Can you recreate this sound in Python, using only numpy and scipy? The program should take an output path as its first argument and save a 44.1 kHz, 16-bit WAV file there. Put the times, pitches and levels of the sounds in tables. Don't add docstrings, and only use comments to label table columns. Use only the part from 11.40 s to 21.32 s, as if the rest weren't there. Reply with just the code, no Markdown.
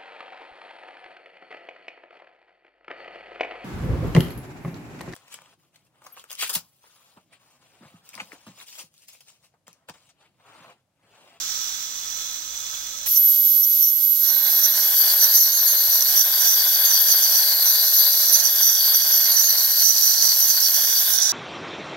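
import sys
import numpy as np
from scipy import signal
from scipy.fft import rfft, irfft, next_fast_len
from scipy.io import wavfile
from scipy.ndimage import uniform_filter1d, map_coordinates

SR = 44100
rng = np.random.default_rng(int(sys.argv[2]) if len(sys.argv) > 2 else 0)


def unload_wav(signal):
    wavfile.write(
        sys.argv[1],
        SR,
        np.round(np.clip(np.atleast_2d(signal).T, -1, 1) * 32767).astype(np.int16),
    )


N = 437472
TIP_HZ, SCALER_ON_S, SCALER_OFF_S = 11910, 1.66, 9.7
WET_S = 2.83

# start in seconds, length in seconds, relative level in dB.
SCRAPES = [(1.66, 0.088, -34), (1.76, 0.02, -19), (2.23, 0.021, -23), (2.41, 0.092, -26.8),
           (2.87, .06, -30.5), (3.235, 0.03, -15.5), (3.57, 0.024, -23.5), (3.81, .05, -20),
           (3.94, 0.029, -19.5), (4.02, 0.022, -22), (4.52, 0.049, -25), (4.765, 0.062, -18),
           (5.06, 0.085, -19.5), (5.5, 0.079, -22), (5.705, .04, -20.5), (5.82, 0.033, -23),
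           (5.95, 0.038, -21), (6.255, 0.057, -19.5), (6.56, .05, -27.5), (6.935, 0.028, -14),
           (7.001, .007, -14), (7.044, .035, -18.5), (7.22, 0.082, -18.5), (7.54, 0.031, -19),
           (7.71, 0.057, -23.5), (7.96, 0.057, -18.5), (8.09, 0.03, -21.5), (8.42, 0.044, -18),
           (8.458, 0.06, -17), (8.63, 0.089, -19), (8.83, 0.038, -22), (9.0, 0.068, -20.5),
           (9.09, 0.024, -19.5), (9.22, .07, -27), (9.332, 0.041, -24), (9.49, .05, -25), (9.8, .06, -35)]
# start and length in seconds, first, middle and last pitch in Hz,
# relative levels of the squeak and of its sidebands in dB.
SLIDES = [(3.953, 0.078, 6150, 6350, 6110, -22, -29), (4.118, 0.087, 6250, 6450, 6100, -24, -28),
          (4.268, 0.074, 6650, 6380, 5900, -23, -25), (4.363, 0.057, 6600, 6270, 6100, -27, -35),
          (5.445, 0.08, 6500, 6320, 6000, -23, -32), (5.687, 0.04, 6600, 6400, 6300, -23.5, -31),
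          (5.819, 0.048, 6600, 6120, 6000, -22, -40), (6.309, 0.06, 6400, 6600, 6300, -31, -34.5),
          (6.564, 0.064, 6500, 6320, 6100, -28, -32), (6.923, 0.017, 6450, 6440, 6450, -30.5, -15),
          (6.956, 0.061, 6250, 6550, 6040, -24, -29), (7.032, 0.023, 6600, 6430, 6160, -24, -27.6),
          (7.912, 0.041, 6200, 6500, 6600, -28.5, -25), (8.02, 0.073, 6850, 6460, 6470, -22, -33),
          (9.071, 0.053, 6650, 6240, 6240, -21.5, -27), (9.22, 0.061, 5300, 5460, 5620, -20.5, -42)]


def amp(db):
    return 10 ** (np.asarray(db) / 20)


def unit(x):
    return x / np.sqrt(np.mean(np.abs(x) ** 2) + 1e-20)


def clock():
    return np.arange(N) / SR


def elapsed(start):
    return np.maximum(clock() - start, 0)


def along(points, hz):
    knots_hz, values = np.transpose(points)
    return np.interp(np.log(hz + 1), np.log(knots_hz + 1), values)


def curves(rows):
    times, *columns = np.transpose(rows)
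    return [np.interp(clock(), times, column) for column in columns]


def gate(start, end, edge):
    t = clock()
    return np.clip(np.minimum(t - start, end - t) / edge + .5, 0, 1)


def wobble(rate):
    return map_coordinates(rng.standard_normal(int(N * rate / SR) + 4), [clock() * rate])


def noise():
    return rng.standard_normal((2, N))


def filtered(x, response):
    size = next_fast_len(N + 8192)
    return irfft(rfft(x, size) * response(np.fft.rfftfreq(size, 1 / SR)), size)[..., :N]


def placed(x, pan_db):
    left, right = np.broadcast_to(x, (2, N))
    g = amp(pan_db)
    return np.array([g * left, right]) * np.sqrt(2 / (1 + g * g))


def akin(pair, coherence):
    angle = np.arccos(np.clip(coherence, 0, 1)) / 2
    mid, side = np.cos(angle) * pair[0], np.sin(angle) * pair[1]
    return np.array([mid + side, mid - side])


def coloured(pair, colour):
    # frequency in Hz, coherence.
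    likeness = [(60, 0.99), (600, .8), (1400, 0.15), (3000, 0.33), (4500, 0.21), (6000, 0.36), (7500, .25),
                (10000, 0.39), (12000, 0.26), (15000, 0.32)]

    def gains(hz):
        angle = np.arccos(np.clip(along(likeness, hz), -1, 1)) / 2
        return amp(along(colour, hz)) * [np.cos(angle), np.sin(angle)]
    mid, side = filtered(pair, gains)
    return unit(np.array([mid + side, mid - side]))


def leaned(x):
    # frequency in Hz, left over right in dB.
    balance = [(2000, -1), (4500, 4), (5900, -13), (7300, -9), (9000, -1), (10200, -5.5), (11400, 2),
               (12600, -2), (13800, -10.5), (15600, -24)]

    def gains(hz):
        g = amp(along(balance, hz))
        return np.array([g, np.ones_like(g)]) * np.sqrt(2 / (1 + g * g))
    return filtered(x, gains)


def ringing(x, hz, width_hz):
    carrier = np.exp(2j * np.pi * np.cumsum(np.broadcast_to(hz, N)) / SR)
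    pole = np.exp(-np.pi * width_hz / SR)
    return unit((signal.lfilter([1], np.poly([pole, pole]), x / carrier) * carrier).real)


def hollowed(x, hz, width_hz, depth):
    carrier = np.exp(2j * np.pi * np.cumsum(hz) / SR)
    pole = np.exp(-np.pi * width_hz / SR)
    band = signal.lfilter([1 - pole], [1, -pole], x / carrier) * carrier
    return x - depth * 2 * band.real


def spatter(rate, life_s, spread_db, share):
    bursts = (rng.random(N) < rate / SR) * amp(spread_db * np.clip(rng.standard_normal(N), -2, 2)) ** 2
    power = signal.lfilter([1], [1, -np.exp(-1 / (life_s * SR))], bursts)
    return noise() * np.sqrt(1 - share + share * power / power.mean())


def walls(x, t60):
    t = np.arange(SR // 3) / SR
    tail = rng.standard_normal((2, len(t))) * amp(-60 * t / t60)
    return signal.fftconvolve(x[None], tail / np.linalg.norm(tail[0]), axes=1)[:, :N]


def surgery():
    # frequency in Hz, relative level in dB.
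    partials = [(59.5, -65.5), (120, -86), (198, -74.5), (310, -71.5), (576, -71)]
    # frequency in Hz, relative level in dB.
    vent_colour = [(20, 8), (60, -11), (130, 9), (300, -4), (700, -30), (2000, -7)]
    t = clock()
    hum = 0
    for hz, db in partials:
        peak = amp(db + 2.4 * wobble(8)) * np.sqrt(2)
        hum += peak * np.sin(2 * np.pi * hz * (t + .0004 * wobble(14)))
    hum *= amp(5.3 * gate(-1, 1.78, 0.079) - 1.0)
    vent = amp(-60.5) * coloured(noise(), vent_colour)
    bump_time = (t - 4.492) / .003
    bump = amp(-33.5) * bump_time * np.exp(-bump_time ** 2)
    return placed(hum, pan_db=-6) + vent + bump


def suction_air():
    # time in seconds, relative level in dB.
    draw = [(0, -34), (.27, -35), (.52, -37.5), (.8, -36.5), (1.13, -39), (1.27, -36), (1.6, -39)]
    # frequency in Hz, relative level in dB.
    air_colour = [(120, -17), (250, -20.5), (450, -16.5), (700, -15), (1200, -8.5), (2100, -7), (2800, -8),
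                  (3400, -3), (5200, -9), (6400, 5.5), (8000, -5), (9800, -17), (11600, -8), (13400, -6.5),
                  (15600, 0.5)]
    # centre and width in Hz, relative level and left over right in dB.
    tube_modes = [(1284, 41, -22, -4), (1540, 58, -23, 17), (1770, 94, -29.5, -11), (3083, 39, -24.5, -9),
                  (3438, 85, -10, -0.5), (4050, 560, -8.5, 4), (4940, 380, -10.5, 2), (5870, 520, 1, -14),
                  (7220, 940, -8.5, -25)]
    air_db, = curves(draw)
    flow = spatter(rate=400, life_s=0.004, spread_db=5, share=0.3)
    hiss = leaned(coloured(flow, air_colour)) * amp(air_db + 5.5 - 3.3 * gate(1.95, np.inf, .2))
    rise = 0.037 * (np.clip(clock() / .9, 0, 1) - .5)
    whistles = 0
    for hz, width_hz, db, pan_db in tube_modes:
        centre_hz = hz * (1 + rise * (hz > 4500))
        level = amp(db + 0.67 * wobble(5.14))
        whistles += placed(level * ringing(akin(noise(), coherence=0.3), centre_hz, width_hz), pan_db)
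    fade_db = 7 * gate(1.72, np.inf, .15)
    return hiss + whistles * amp(air_db + 3.0 - fade_db)


def gurgle(hollow_hz):
    # frequency in Hz, relative level in dB.
    churn_colour = [(100, -24), (300, -11.5), (470, -15.5), (560, -1.5), (700, -1.5), (830, -3.5),
                    (1420, -4), (1560, 4.5), (1740, 4.5), (1850, -5), (2100, -2), (2650, -14), (3300, -1),
                    (4000, 4), (5000, -16.5)]
    # centre in Hz, width in Hz, boost in dB.
    modes = [(410, 24, 6.5), (702, 23, 4.5), (890, 38, 2), (1050, 28, 5), (1514, 32, 5), (1794, 42, 4),
             (1895, 24, 8), (2052, 15, 6.5), (2510, 39, 8.5), (3046, 17, 10), (3430, 52, 11)]

    def resonances(f):
        return amp(sum(db * np.exp(-((f - hz) / width_hz) ** 2) for hz, width_hz, db in modes))
    churn = spatter(rate=240, life_s=0.004, spread_db=-1, share=0.7)
    mouth = unit(filtered(coloured(churn, churn_colour), resonances))
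    narrowness = np.interp(hollow_hz, [3240, 4460], [0, 1])
    hoot = ringing(akin(noise(), coherence=0.44), hz=1559, width_hz=77)
    return mouth + narrowness * amp(-10.5) * hoot


def slurp(slurp_db, hollow_hz):
    # frequency in Hz, relative gain in dB.
    gap_colour = [(2600, -28.5), (3350, -1), (4300, 7), (5000, -28)]
    # frequency in Hz, relative level in dB.
    fizz_colour = [(7000, -27), (8800, -7), (9600, -7), (10150, 5), (10650, -6), (11400, -11), (12700, -15),
                   (15700, -6.5)]
    drops = spatter(rate=260, life_s=0.0028, spread_db=2.5, share=0.6)
    stream = akin(drops, coherence=0.44)
    opening = ringing(stream, hz=4580, width_hz=500) * amp(slurp_db + 1.5 + 2.6 * wobble(21))
    gap = sum(ringing(stream, hollow_hz + offset_hz, width_hz=640) for offset_hz in (-845, 1013))
    gap = unit(filtered(gap, lambda hz: amp(along(gap_colour, hz))))
    gap *= amp(-33 + 0.39 * (slurp_db - slurp_db.mean()))
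    fizz = coloured(drops, fizz_colour) * amp(slurp_db - 3.0)
    return placed(opening + gap, pan_db=6.5) + placed(fizz, pan_db=4.0)


def suction_water(hollow_hz):
    # time in seconds, relative levels of gurgle and slurp in dB.
    water = [(2.88, -42, -42), (3.35, -41.5, -41), (3.37, -38.5, -35), (3.7, -39, -26), (3.74, -39, -32.5),
             (4.11, -41, -34), (5.25, -40, -30), (5.82, -38, -26), (7.12, -41, -30.5), (7.55, -40, -23.5),
             (7.82, -39, -30.5), (7.86, -38.5, -28.5), (8.57, -42, -30.5), (9.92, -39.5, -32)]
    gulps_db = wobble(14)
    gurgle_db, slurp_db = np.array(curves(water)) + gulps_db
    mouth = placed(gurgle(hollow_hz) * amp(gurgle_db + 6.0), pan_db=-1.0)
    return gate(WET_S, np.inf, 0.1) * (mouth + slurp(slurp_db, hollow_hz))


def sizzle():
    # frequency in Hz, relative level in dB.
    sizzle_colour = [(3000, -39), (4900, -10), (5500, -3), (5930, 6), (6300, -6.5), (6800, -9.5),
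                     (7800, -17), (9000, -19.5)]
    pooled = elapsed(WET_S) / (N / SR - WET_S)
    level_db = -27.5 + 7 * pooled ** 3.35 + 2.16 * wobble(25) + 2.4 * wobble(6)
    drops = coloured(spatter(rate=200, life_s=0.0016, spread_db=6.5, share=0.38), sizzle_colour)
    return placed(drops * amp(level_db) * gate(WET_S, np.inf, .033), pan_db=-10.0)


def mist(press, lift):
    # time in seconds, relative level in dB.
    spray = [(1.7, -29.5), (2.48, -32), (3.82, -26), (4.26, -31.5), (4.73, -26.5), (8.07, -29),
             (9.7, -25.5)]
    # frequency in Hz, relative level in dB.
    mist_colour = [(1500, -34.5), (3500, -10), (4500, -6), (6000, -0.5), (7200, -5), (8700, -7.5),
                   (10050, 0.5), (10650, -4.5), (11400, 2.5), (12200, -4.5), (12900, 5), (13400, -5.5),
                   (13800, 3.5), (14500, -1.5), (15600, 6.5)]
    run_on_s, fade_db_per_s = 0.041, 109
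    fade_db = fade_db_per_s * elapsed(SCALER_OFF_S + run_on_s)
    mist_db, = curves(spray)
    mist_db += 0.5 * press - 1.5 * lift - fade_db + 1.2 * wobble(20)
    droplets = coloured(spatter(rate=1200, life_s=0.00088, spread_db=-1.0, share=0.14), mist_colour)
    return leaned(droplets * amp(mist_db + 10.0) * gate(SCALER_ON_S, np.inf, 0.0068))


def pressure():
    full_press_db, lift_s, slide_lift = -20.5, 0.095, 0.41
    press, lift = 0, 0
    for start, length, db in SCRAPES:
        force = amp(db - full_press_db)
        end = start + length
        press = np.maximum(press, force * gate(start, end, .011))
        lift = np.maximum(lift, force * gate(end, end + lift_s, .016))
    for start, length, *_ in SLIDES:
        lift = np.maximum(lift, slide_lift * gate(start, start + length, .015))
    return press, lift * np.clip(1 - press, 0, 1)


def skipping(rate, blur_s):
    skips = rng.random(N) < rate / SR
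    phase = np.cumsum(skips * (np.pi + 0.67 * rng.standard_normal(N)))
    pole = np.exp(-1 / (blur_s * SR))
    return unit(signal.lfilter([1 - pole], [1, -pole], np.exp(1j * phase)))


def squeaks():
    tracks = np.zeros((2, N + SR))
    for start, length, first_hz, middle_hz, last_hz, squeak_db, side_db in SLIDES:
        progress = np.linspace(0, 1, max(int(length * SR), 8))
        onset, n = int(start * SR), len(progress)
        hz = np.polyval(np.polyfit([0, .5, 1], [first_hz, middle_hz, last_hz], 2), progress)
        jitter = unit(uniform_filter1d(rng.standard_normal(SR // 4), size=60))[:n]
        half_phase = 2 * np.pi * np.cumsum(hz + 85 * jitter) / SR
        mirror_phase = 2 * np.pi * TIP_HZ * np.arange(n) / SR - half_phase
        squeak = amp(squeak_db) * (np.sin(half_phase) + amp(-18) * np.sin(mirror_phase))
        sidebands = amp(side_db) * (np.sin(2 * half_phase) + np.sin(2 * mirror_phase))
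        envelope = np.abs(np.sin(np.pi * progress)) ** 0.25
        tracks[:, onset:onset + n] += np.array([squeak, sidebands]) * envelope
    squeak, sidebands = tracks[:, :N]
    echo = amp(-9) * walls(squeak + sidebands, t60=.15)
    return placed(amp(3.0) * squeak, pan_db=-17.0) + placed(amp(1.5) * sidebands, pan_db=-7) + echo


def rasp():
    # frequency in Hz, relative level in dB.
    rattle_colour = [(1000, -70), (3000, -46), (4500, -20), (5300, -6), (5750, -0.5), (5960, 6),
                     (6200, -5.5), (6600, -17), (8000, -55.5)]
    level = sum(amp(db) * gate(start, start + length, 0.025) for start, length, db in SCRAPES)
    half_tone = (skipping(rate=330, blur_s=0.00065) * np.exp(1j * np.pi * TIP_HZ * clock())).real
    rattle = coloured(spatter(rate=300, life_s=0.0025, spread_db=4.5, share=0.82), rattle_colour)
    return placed(level * (amp(-2.5) * rattle + amp(1.2) * half_tone), pan_db=-10.5)


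def tick():
    burst = coloured(noise(), [(150, -8.5), (400, -11), (2500, 2), (7000, -1), (14000, -20)])
    return amp(-35.0) * gate(SCALER_ON_S, SCALER_ON_S + 0.019, 0.0033) * burst


def whine(press, lift):
    # time in seconds, relative level and left over right in dB.
    path = [(1.8, -16.5, -2), (2.04, -19, -5), (2.92, -19.5, -8.5), (3.68, -21.5, 4.5), (3.83, -20, 2),
            (5.26, -23.5, 4), (6.83, -20.5, 4.5), (6.97, -22.5, 1), (7.45, -22.5, 2), (7.67, -20.5, 0),
            (8.76, -24.5, 2.0), (9.02, -21.5, 1.5), (9.66, -24, 2)]
    swing_up_s, run_down_db_per_s = .04, 150
    level_db, pan_db = curves(path)
    level_db += 1.5 * press - 0.5 * lift - run_down_db_per_s * elapsed(SCALER_OFF_S)
    swing_up = 1 - np.exp(-elapsed(SCALER_ON_S) / swing_up_s)
    skips_per_s = 60 + 170 * press + 500 * gate(1.6, 1.79, .06)
    swing = skipping(skips_per_s, blur_s=0.00058) * amp(1.19 * wobble(50) + 1.56 * wobble(600))
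    carrier = np.exp(2j * np.pi * TIP_HZ * clock())
    tone = (swing * carrier).real * amp(level_db + 5.0) * swing_up
    direct = np.array([tone * amp(1.5 * wobble(13)), tone * amp(1.1 * wobble(22))])
    return placed(direct, pan_db) + amp(-15) * walls(tone, t60=.22)


def scene():
    # time in seconds, centre in Hz.
    hollow = [(2.85, 3200), (3.3, 3040), (3.55, 4100), (3.85, 3420), (4.65, 3300), (4.85, 4380),
              (5.3, 4270), (5.8, 4100), (6.25, 3240), (6.98, 3200), (7.1, 4280), (7.72, 4140), (7.92, 3410),
              (9.25, 3576), (9.52, 4230), (9.92, 4800)]
    hollow_hz, = curves(hollow)
    press, lift = pressure()
    hiss = mist(press, lift) + sizzle() + suction_air() + suction_water(hollow_hz)
    hiss = hollowed(hiss, hollow_hz, width_hz=195, depth=gate(WET_S, np.inf, 0.19))
    return whine(press, lift) + rasp() + tick() + squeaks() + hiss + surgery()


def record(dry):
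    # frequency in Hz, phase in radians.
    port_lead = [(100, .1), (1100, .3), (1400, 0.87), (2000, 1.88), (2500, 0.24), (4100, 1.6), (5000, 0.45),
                 (6100, 2.23), (7500, 4.7), (9300, 5.3), (11000, 6.3), (12000, 5.6), (15700, 10)]
    ceiling, top_hz = .97, 15800
    ports = filtered(dry, lambda hz: np.exp(.5j * np.outer([1, -1], along(port_lead, hz))))
    rounded = ports / (1 + (ports / ceiling) ** 30) ** (1 / 30)
    return filtered(rounded, lambda hz: hz < top_hz)


dry = scene()
out = record(dry)
unload_wav(out)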